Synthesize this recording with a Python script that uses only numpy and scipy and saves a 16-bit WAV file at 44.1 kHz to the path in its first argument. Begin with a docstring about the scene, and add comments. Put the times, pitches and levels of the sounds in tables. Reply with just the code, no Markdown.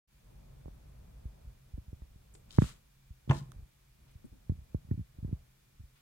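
"""A low hum and a faint hiss fill a small room. A scooter wheel rumbles as it is tilted and turned by hand
on a cloth-covered table, amid dull, close handling thumps, each a low swing that sinks in pitch.
Fingers tick on the wheel, and friction on the cloth gives a swish and a stick-slip rasp.
The wheel lands once: the modes of the inflated tyre boom as it bounces, and those of the metal clack.
Then the tread rolls in short runs of bumps, among further thumps of handling."""
import sys
import numpy as np
from scipy import signal
from scipy.fft import rfft, irfft
from scipy.io import wavfile

SR = 44100
rng = np.random.default_rng(int(sys.argv[2]) if len(sys.argv) > 2 else 0)


def master_out(mix):
    """Clip the mix to full scale and print it as 16-bit PCM to the path in sys.argv[1]."""
    frames = np.transpose(np.atleast_2d(mix))
    ceiling = np.clip(frames, -1, 1)
    pcm = np.round(ceiling * 32767).astype(np.int16)
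    wavfile.write(sys.argv[1], SR, pcm)


N = 265217
TIME = np.arange(N) / SR


def from_db(db):
    """Amplitude grows tenfold for every 20 dB."""
    return 10 ** (np.asarray(db) / 20)


def rms_one(x):
    """Normalisation to unit rms."""
    return x / np.sqrt(np.mean(x ** 2) + 1e-20)


def peak_one(x):
    """Normalisation to unit peak."""
    return x / np.abs(x).max()


def at_hz(points, hz):
    """Interpolation of (Hz, value) points on a logarithmic frequency axis."""
    point_hz, value = np.transpose(points)
    return np.interp(np.log(hz), np.log(point_hz), value)


def cut(x, hz, kind, order):
    """Butterworth filtering, maximally flat in the passband."""
    return signal.sosfilt(signal.butter(order, np.minimum(hz, .45 * SR), kind, fs=SR, output="sos"), x)


def resonance(x, hz, width_hz, order):
    """A resonator selects a band of its excitation; the result has unit rms."""
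    return rms_one(cut(x, [hz - width_hz / 2, hz + width_hz / 2], "band", order))


def add(track, start_s, sound):
    """Superposition: a sound adds to the track from its start time."""
    at = round(start_s * SR)
    track[..., at:at + sound.shape[-1]] += sound[..., :N - at]


def noise(spectrum, pan=None):
    """Partial coherence: coloured stereo noise of unit rms, alike on both sides only in the bass."""
    # Each row: frequency in Hz, correlation of left and right.
    coherence = [(60, 0.99), (130, 0.9), (290, 0.12), (640, -0.55), (1400, 0.35), (3100, 0), (15000, 0)]
    hz = np.maximum(np.fft.rfftfreq(N, 1 / SR), 1)
    mid, side = rfft(rng.standard_normal((2, N)))
    alike = np.clip(at_hz(coherence, hz), -1, 1)
    sign = np.array([[1], [-1]])
    low_hz, high_hz = spectrum[0][0], spectrum[-1][0]
    skirts = np.minimum(hz / low_hz, 1) ** 2 * np.minimum(high_hz / hz, 1) ** 2
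    gain = from_db(at_hz(spectrum, hz)) * skirts
    if pan:
        tilt = from_db(sign * at_hz(pan, hz) / 2)
        gain = gain * tilt / tilt.mean(axis=0)
    channels = np.sqrt(1 + alike) * mid + np.sqrt(1 - alike) * sign * side
    return rms_one(irfft(gain * channels, N))


def strokes(movements, rise_db_per_s, fall_db_per_s):
    """Exponential envelopes: each movement sets in, glides between two levels and dies away."""
    gain = np.zeros(N)
    for start, end, start_db, end_db in movements:
        level_db = np.interp(TIME, [start, end], [start_db, end_db])
        drop_db = rise_db_per_s * np.maximum(start - TIME, 0) + fall_db_per_s * np.maximum(TIME - end, 0)
        gain += from_db(np.maximum(level_db - drop_db, -200))
    return gain


def background(hum_hz=131.2, whine_hz=14408):
    """Narrow-band noise wavers, giving a low hum amid broadband hiss and a very faint whine."""
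    # Each row: frequency in Hz, relative spectral density in dB.
    air_spectrum = [(15, -29.5), (25, 0), (59, -6), (92, -18), (134, -11), (153, -20), (185, -15),
                    (240, -24), (326, -24), (420, -26.5), (1400, -29.5), (2350, -30.5), (4500, -32.5),
                    (8590, -34.8), (14800, -35), (16000, -37)]
    # Faint resonances in the hiss. Each row: centre in Hz, bandwidth in Hz, level in dB.
    air_tones = [(2380, 160, -87), (3500, 160, -91)]
    # Each row: time in seconds, level in dB.
    hum_levels = [(0.1, -74), (0.35, -62), (1.1, -66.5), (1.8, -71), (6.0, -70.5)]
    tones = sum(from_db(db) * resonance(rng.standard_normal((2, N)), hz, width_hz, order=2)
                for hz, width_hz, db in air_tones)
    hum = resonance(rng.standard_normal(N), hum_hz, width_hz=16, order=2)
    hum_db = np.interp(TIME, *np.transpose(hum_levels))
    whine = rms_one(np.sin(2 * np.pi * whine_hz * TIME))
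    return from_db(-65.8) * noise(air_spectrum) + tones + from_db(hum_db) * hum + from_db(-93) * whine


def rumble():
    """Handling noise: the wheel vibrates at low frequencies while it shifts in the hand."""
    # Each row: start and end in seconds, first and last level in dB.
    shifts = [(0.29, 1.503, -54.5, -55.5), (1.69, 2.499, -61.5, -60.5), (2.56, 2.67, -57, -50),
              (3.348, 3.625, -54, -58), (4.009, 4.94, -63.5, -60), (5.19, 5.35, -57.5, -55)]
    # Each row: frequency in Hz, relative spectral density in dB.
    spectrum = [(25, -6), (50, 7), (90, -2.5), (160, -6.5), (300, -21), (600, -19)]
    return strokes(shifts, rise_db_per_s=141, fall_db_per_s=116) * noise(spectrum)


def bump(db, start_hz, edge_hz, relaxed_hz=54.7, sag_s=0.0056, decay_s=0.011):
    """A damped oscillator: one low swing whose pitch sinks as it dies away."""
    t = TIME[:6000]
    hz = relaxed_hz + (start_hz - relaxed_hz) * np.exp(-t / sag_s)
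    swing = np.sin(2 * np.pi * np.cumsum(hz) / SR) * np.exp(-t / decay_s)
    softened = cut(swing, edge_hz, "low", order=3)  # a softer contact has a lower edge
    bass_cut_hz = 30 + 4.5 * max(db + 22, 0)  # above -22 dB a contact is too brief to push deep bass
    return from_db(db) * peak_one(cut(softened, bass_cut_hz, "high", order=2))


def smack(edge_hz):
    """Abrupt contact gives one band-limited pulse, opposite in sign to the low swing."""
    impulse = signal.unit_impulse(1000) + 1e-18
    pulse = cut(impulse, edge_hz, "low", order=5)
    return -peak_one(cut(pulse, 0.088 * edge_hz, "high", order=2))


def thumps():
    """Impact excitation: dull, close handling thumps, each a smack and a low swing that sinks in pitch."""
    # Each row: start in seconds, level in dB, initial pitch in Hz, upper spectral edge in Hz,
    # smack in dB relative to the bump.
    contacts = [(0.658, -41.5, 79, 756, 3), (0.681, -45, 220, 730, 7.5), (1.255, -32.0, 89, 674, -37),
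                (1.47, -40, 50.3, 160, -27), (1.736, -33, 80.5, 176, -17), (1.777, -44.5, 223, 614, -0.5),
                (1.7803, -34.5, 128, 423, -9.5), (1.88, -40, 99, 262, -26), (1.929, -36, 145, 534, -6.5),
                (2.02, -38, 84, 1150, -15), (2.159, -46.5, 115, 700, -33), (2.5824, -22, 141, 1900, -19),
                (2.5852, -9.5, 234.3, 1020, -5), (2.6205, -15.5, 292, 2200, -12.5),
                (2.642, -31, 173, 1600, -4), (3.105, -39.0, 100, 230, -31), (3.2767, -36, 197, 652, -5.5),
                (4.153, -43, 142, 242, -31), (4.316, -46, 70, 210, -13), (4.496, -20.5, 184, 724, -25),
                (4.5192, -29, 200, 437, -35), (4.7461, -23, 208, 590, -4.5), (4.9117, -20, 233, 426, -9.5),
                (4.9201, -33, 207, 440, -22), (4.9405, -31, 116, 355, -11), (4.976, -31, 235, 310, -37),
                (4.9925, -29, 220, 292, -32), (5.008, -32, 103, 230, -7), (5.185, -38.5, 116, 324, -4),
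                (5.227, -31, 184, 260, -23), (5.2473, -27, 219, 587, -30), (5.279, -36.5, 185, 540, -21),
                (5.292, -38, 145, 430, -5), (5.312, -42, 295, 430, -24), (5.3275, -23.5, 213, 426, -35)]
    out = np.zeros(N)
    for start, db, start_hz, edge_hz, smack_db in contacts:
        add(out, start, bump(db, start_hz, edge_hz))
        add(out, start, from_db(db + smack_db) * smack(edge_hz))
    return out


def from_right(x, lag_s, shade_db, shade_hz):
    """Time and level differences: the left lags and has less treble; negative values swap the sides."""
    bass = cut(x, shade_hz, "low", order=1)
    upper = x - bass
    left = np.interp(TIME - lag_s / 2, TIME, bass + from_db(-shade_db) * upper)
    right = np.interp(TIME + lag_s / 2, TIME, bass + from_db(shade_db) * upper)
    return np.array([left, right])


def room(x, t60, build_s=0.008, size=22050):
    """Reverberation: diffuse reflections build up quickly and decay exponentially."""
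    # Each row: frequency in Hz, relative spectral density in dB.
    spectrum = [(100, -4.5), (200, -0.5), (500, -6), (1000, -4.5), (2500, -8), (6000, -13.5), (14000, -34)]
    t = TIME[:size]
    tail = noise(spectrum)[:, :size] * from_db(-60 * t / t60) * (1 - np.exp(-t / build_s))
    tail /= np.sqrt(np.sum(tail ** 2) / 2)
    return signal.fftconvolve(x[None], tail, axes=1)[:, :N]


def ticks(attack_s=0.0003, size=6000):
    """Light taps and scuffs make noise transients, dull from a fingertip, bright from nail or fitting."""
    # Each row: start in seconds, peak in dB, lower and upper band edge in Hz, decay in seconds,
    # left over right in dB.
    taps = [(2.338, -51, 7000, 9000, 0.024, -1), (2.35, -50.5, 700, 5000, 0.0036, 11),
            (2.347, -53.5, 330, 440, 0.027, -2), (2.507, -39.5, 3030, 5000, 0.0014, 0),
            (2.5846, -36, 1600, 2210, 0.00071, -2), (3.296, -33.5, 2480, 3520, 0.0032, 5),
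            (3.310, -34, 2010, 3250, 0.0056, 0), (3.31, -45, 5900, 6560, 0.0047, 12),
            (3.5184, -46.5, 1500, 11800, 0.00086, -12), (3.5186, -47.5, 1020, 1640, 0.0013, -4),
            (4.064, -63, 700, 1030, 0.0074, -5), (4.08, -63, 1000, 4000, 0.058, 0),
            (4.113, -61, 7000, 11000, 0.0057, -2), (4.241, -40, 167, 260, 0.0097, -0.5),
            (4.253, -60.5, 7500, 10500, 0.0053, 6), (4.324, -51, 173, 284, 0.025, 3),
            (4.495, -58, 1400, 2000, 0.0018, -9), (4.496, -56, 740, 950, 0.0079, -7),
            (4.7455, -59.5, 1200, 1900, 0.0014, -6), (4.91, -55, 1410, 1970, 0.002, -10),
            (4.912, -52.5, 680, 990, 0.0045, -6), (5.245, -61, 900, 1900, 0.0015, 0),
            (5.955, -60.5, 990, 3980, 0.071, 2)]
    out, t = np.zeros((2, N)), TIME[:size]
    for start, db, low_hz, high_hz, decay_s, pan_db in taps:
        burst = rng.standard_normal((2, size)) * np.exp(-t / decay_s) * (1 - np.exp(-t / attack_s))
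        snap = peak_one(cut(burst, [low_hz, high_hz], "band", order=2))
        sides = from_db([[pan_db / 2], [-pan_db / 2]])
        add(out, start, from_db(db) * sides * snap)
    return out


def brushing(grain_db=1.3, grain_hz=110):
    """Sliding friction: rubber drags over the fibres of the cloth in a slightly grainy swish."""
    # Each row: start and end in seconds, first and last level in dB.
    drags = [(2.507, 2.6, -63, -62), (2.62, 2.695, -51, -53), (3.304, 3.369, -57, -56)]
    # Each row: frequency in Hz, relative spectral density in dB.
    spectrum = [(180, -18), (300, -14.5), (455, -31.5), (614, -17), (1280, -5.5), (1390, -7.5),
                (2650, -9.5), (3460, -6.5), (5900, -15), (7500, -11.5), (11000, -22), (16000, -28.5)]
    # Each row: frequency in Hz, left over right in dB.
    pan = [(400, 1.5), (1300, -4.5), (2400, -2), (4400, -3), (8100, 41.5), (15000, 9.5)]
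    grain = from_db(grain_db * rms_one(cut(rng.standard_normal(N), grain_hz, "low", order=2)))
    return strokes(drags, rise_db_per_s=903.5, fall_db_per_s=251) * grain * noise(spectrum, pan)


def rasp(slips_per_s=690, spread_db=3):
    """Stick-slip friction: rubber catches on the cloth, and its uneven slips excite broad resonances."""
    # Each row: centre in Hz, bandwidth in Hz, relative level in dB before the high-pass.
    bands = [(3150, 240, 2.5), (3870, 600, 2), (5070, 1800, -2)]
    # Each row: start and end in seconds, first and last level in dB.
    catches = [(2.511, 2.69, -64, -64), (3.345, 3.38, -61, -58)]
    slipping = rng.random(N) < slips_per_s / SR
    slips = slipping * from_db(spread_db * np.clip(rng.standard_normal(N), -2, 2)) + 1e-18
    ringing = sum(from_db(db) * resonance(slips, hz, width_hz, order=1) for hz, width_hz, db in bands)
    treble = rms_one(cut(ringing, 3700, "high", order=4))
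    envelope = strokes(catches, rise_db_per_s=4000, fall_db_per_s=350)
    return from_right(envelope * treble, lag_s=0.0001, shade_db=-7, shade_hz=400)


def ring(modes, spread_db, tension=0, relax_s=0.041):
    """A struck body rings in damped modes; added tension makes them start sharp and sink."""
    t = TIME[:22050]
    warped = t + tension * relax_s * (1 - np.exp(-t / relax_s))
    return sum(from_db(db - spread_db * rng.normal() - 60 * t / t60) * np.sin(2 * np.pi * hz * warped)
               for hz, db, t60 in modes)


def bounces(soft_hz=350, bass_cut_hz=52):
    """Modal vibration under tension: the inflated tyre booms as it lands and rocks to rest."""
    # Each row: start in seconds, gain in dB.
    landings = [(3.2913, -26), (3.2995, -11), (3.3075, -27.5), (3.3208, -25), (3.3557, -27), (3.4144, -39),
                (3.4911, -42)]
    # Each row: frequency in Hz, relative level in dB, time to fall 60 dB in seconds.
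    tyre_modes = [(58, -24.5, 0.26), (120.5, -3.5, 0.07), (130, -14.5, 0.39), (146, -18, 0.32),
                  (195, -23.5, 0.26), (245, -18.5, 0.105), (326, -22, 0.22)]
    out = np.zeros(N)
    for start, db in landings:
        boom = ring(tyre_modes, spread_db=0, tension=0.07)
        add(out, start, from_db(db) * cut(boom, soft_hz, "low", order=2))
    return cut(out, bass_cut_hz, "high", order=2)


def clacks(crack_s=0.005):
    """Cushioned impact: brake disc and axle knock through cloth with a crack and an inharmonic ring."""
    # Each row: start in seconds, gain in dB, upper spectral edge in Hz.
    knocks = [(3.294, -34.5, 2670), (3.2993, -22.5, 1130), (3.31, -12, 1570), (3.3207, -36, 2600),
              (3.340, -47, 810)]
    # Each row: frequency in Hz, relative level in dB, time to fall 60 dB in seconds.
    metal_modes = [(332, -4, 0.05), (506, -9, .1), (600, -7.5, .07), (655, -12, 0.16), (870, -15.5, 0.1),
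                   (990, -5.5, 0.11), (1060, -2, 0.03), (1247, -2.5, 0.03), (1430, -7.5, 0.03),
                   (1790, -21, 0.08), (1975, -14, 0.05), (3000, 3, 0.025), (3325, -4, 0.12)]
    out = np.zeros(N)
    for start, db, edge_hz in knocks:
        body = from_db(-17) * ring(metal_modes, spread_db=3.5)
        burst = rng.standard_normal(len(body)) * np.exp(-TIME[:len(body)] / crack_s)
        crack = cut(burst, 450, "high", order=2)
        add(out, start, from_db(db) * cut(body + crack, edge_hz, "low", order=3))
    return out


def rolls(gap_s=0.019, jitter=0.342, spread_db=2):
    """Tread impact: blocks meet the table one after another in an uneven pulse train."""
    # Each row: start and length in seconds, level in dB, initial pitch of each bump in Hz.
    runs = [(3.559, 0.069, -42.5, 70), (4.554, 0.064, -43, 110), (4.845, 0.095, -47, 169),
            (5.795, 0.047, -43.5, 94)]
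    out = np.zeros(N)
    for start, length, db, start_hz in runs:
        blocks = int(length / gap_s) + 1
        scatter = rng.standard_normal((16, 2))
        for k, (late, weak) in enumerate(scatter[:blocks]):
            contact_s = start + gap_s * (k + jitter * late)
            add(out, contact_s, bump(db - spread_db * weak, start_hz, edge_hz=280))
    return out


def scene():
    """Superposition of the close sounds, the reflections of the impacts and the background."""
    bumps, boom, metal = thumps() + rolls(), bounces(), clacks()
    handling = from_right(bumps, lag_s=0.00068, shade_db=2, shade_hz=200.5)
    landing = from_right(boom + metal, lag_s=-0.00014, shade_db=-0.5, shade_hz=400)
    reflections = room(from_db(-38) * bumps + from_db(-26) * boom + from_db(-17) * metal, t60=0.26)
    return handling + landing + reflections + rumble() + ticks() + brushing() + rasp() + background()


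def record(dry, start_s=0.075, fade_s=0.066, cutoff_hz=15900):
    """Band limiting: after a short fade-in, a steep low-pass removes the highest treble."""
    fade_in = np.clip((TIME - start_s) / fade_s, 0, 1) ** .5
    low_pass = signal.ellip(12, .1, 80, cutoff_hz, fs=SR, output="sos")
    return signal.sosfilt(low_pass, dry * fade_in)


dry = scene()
out = record(dry)
master_out(out)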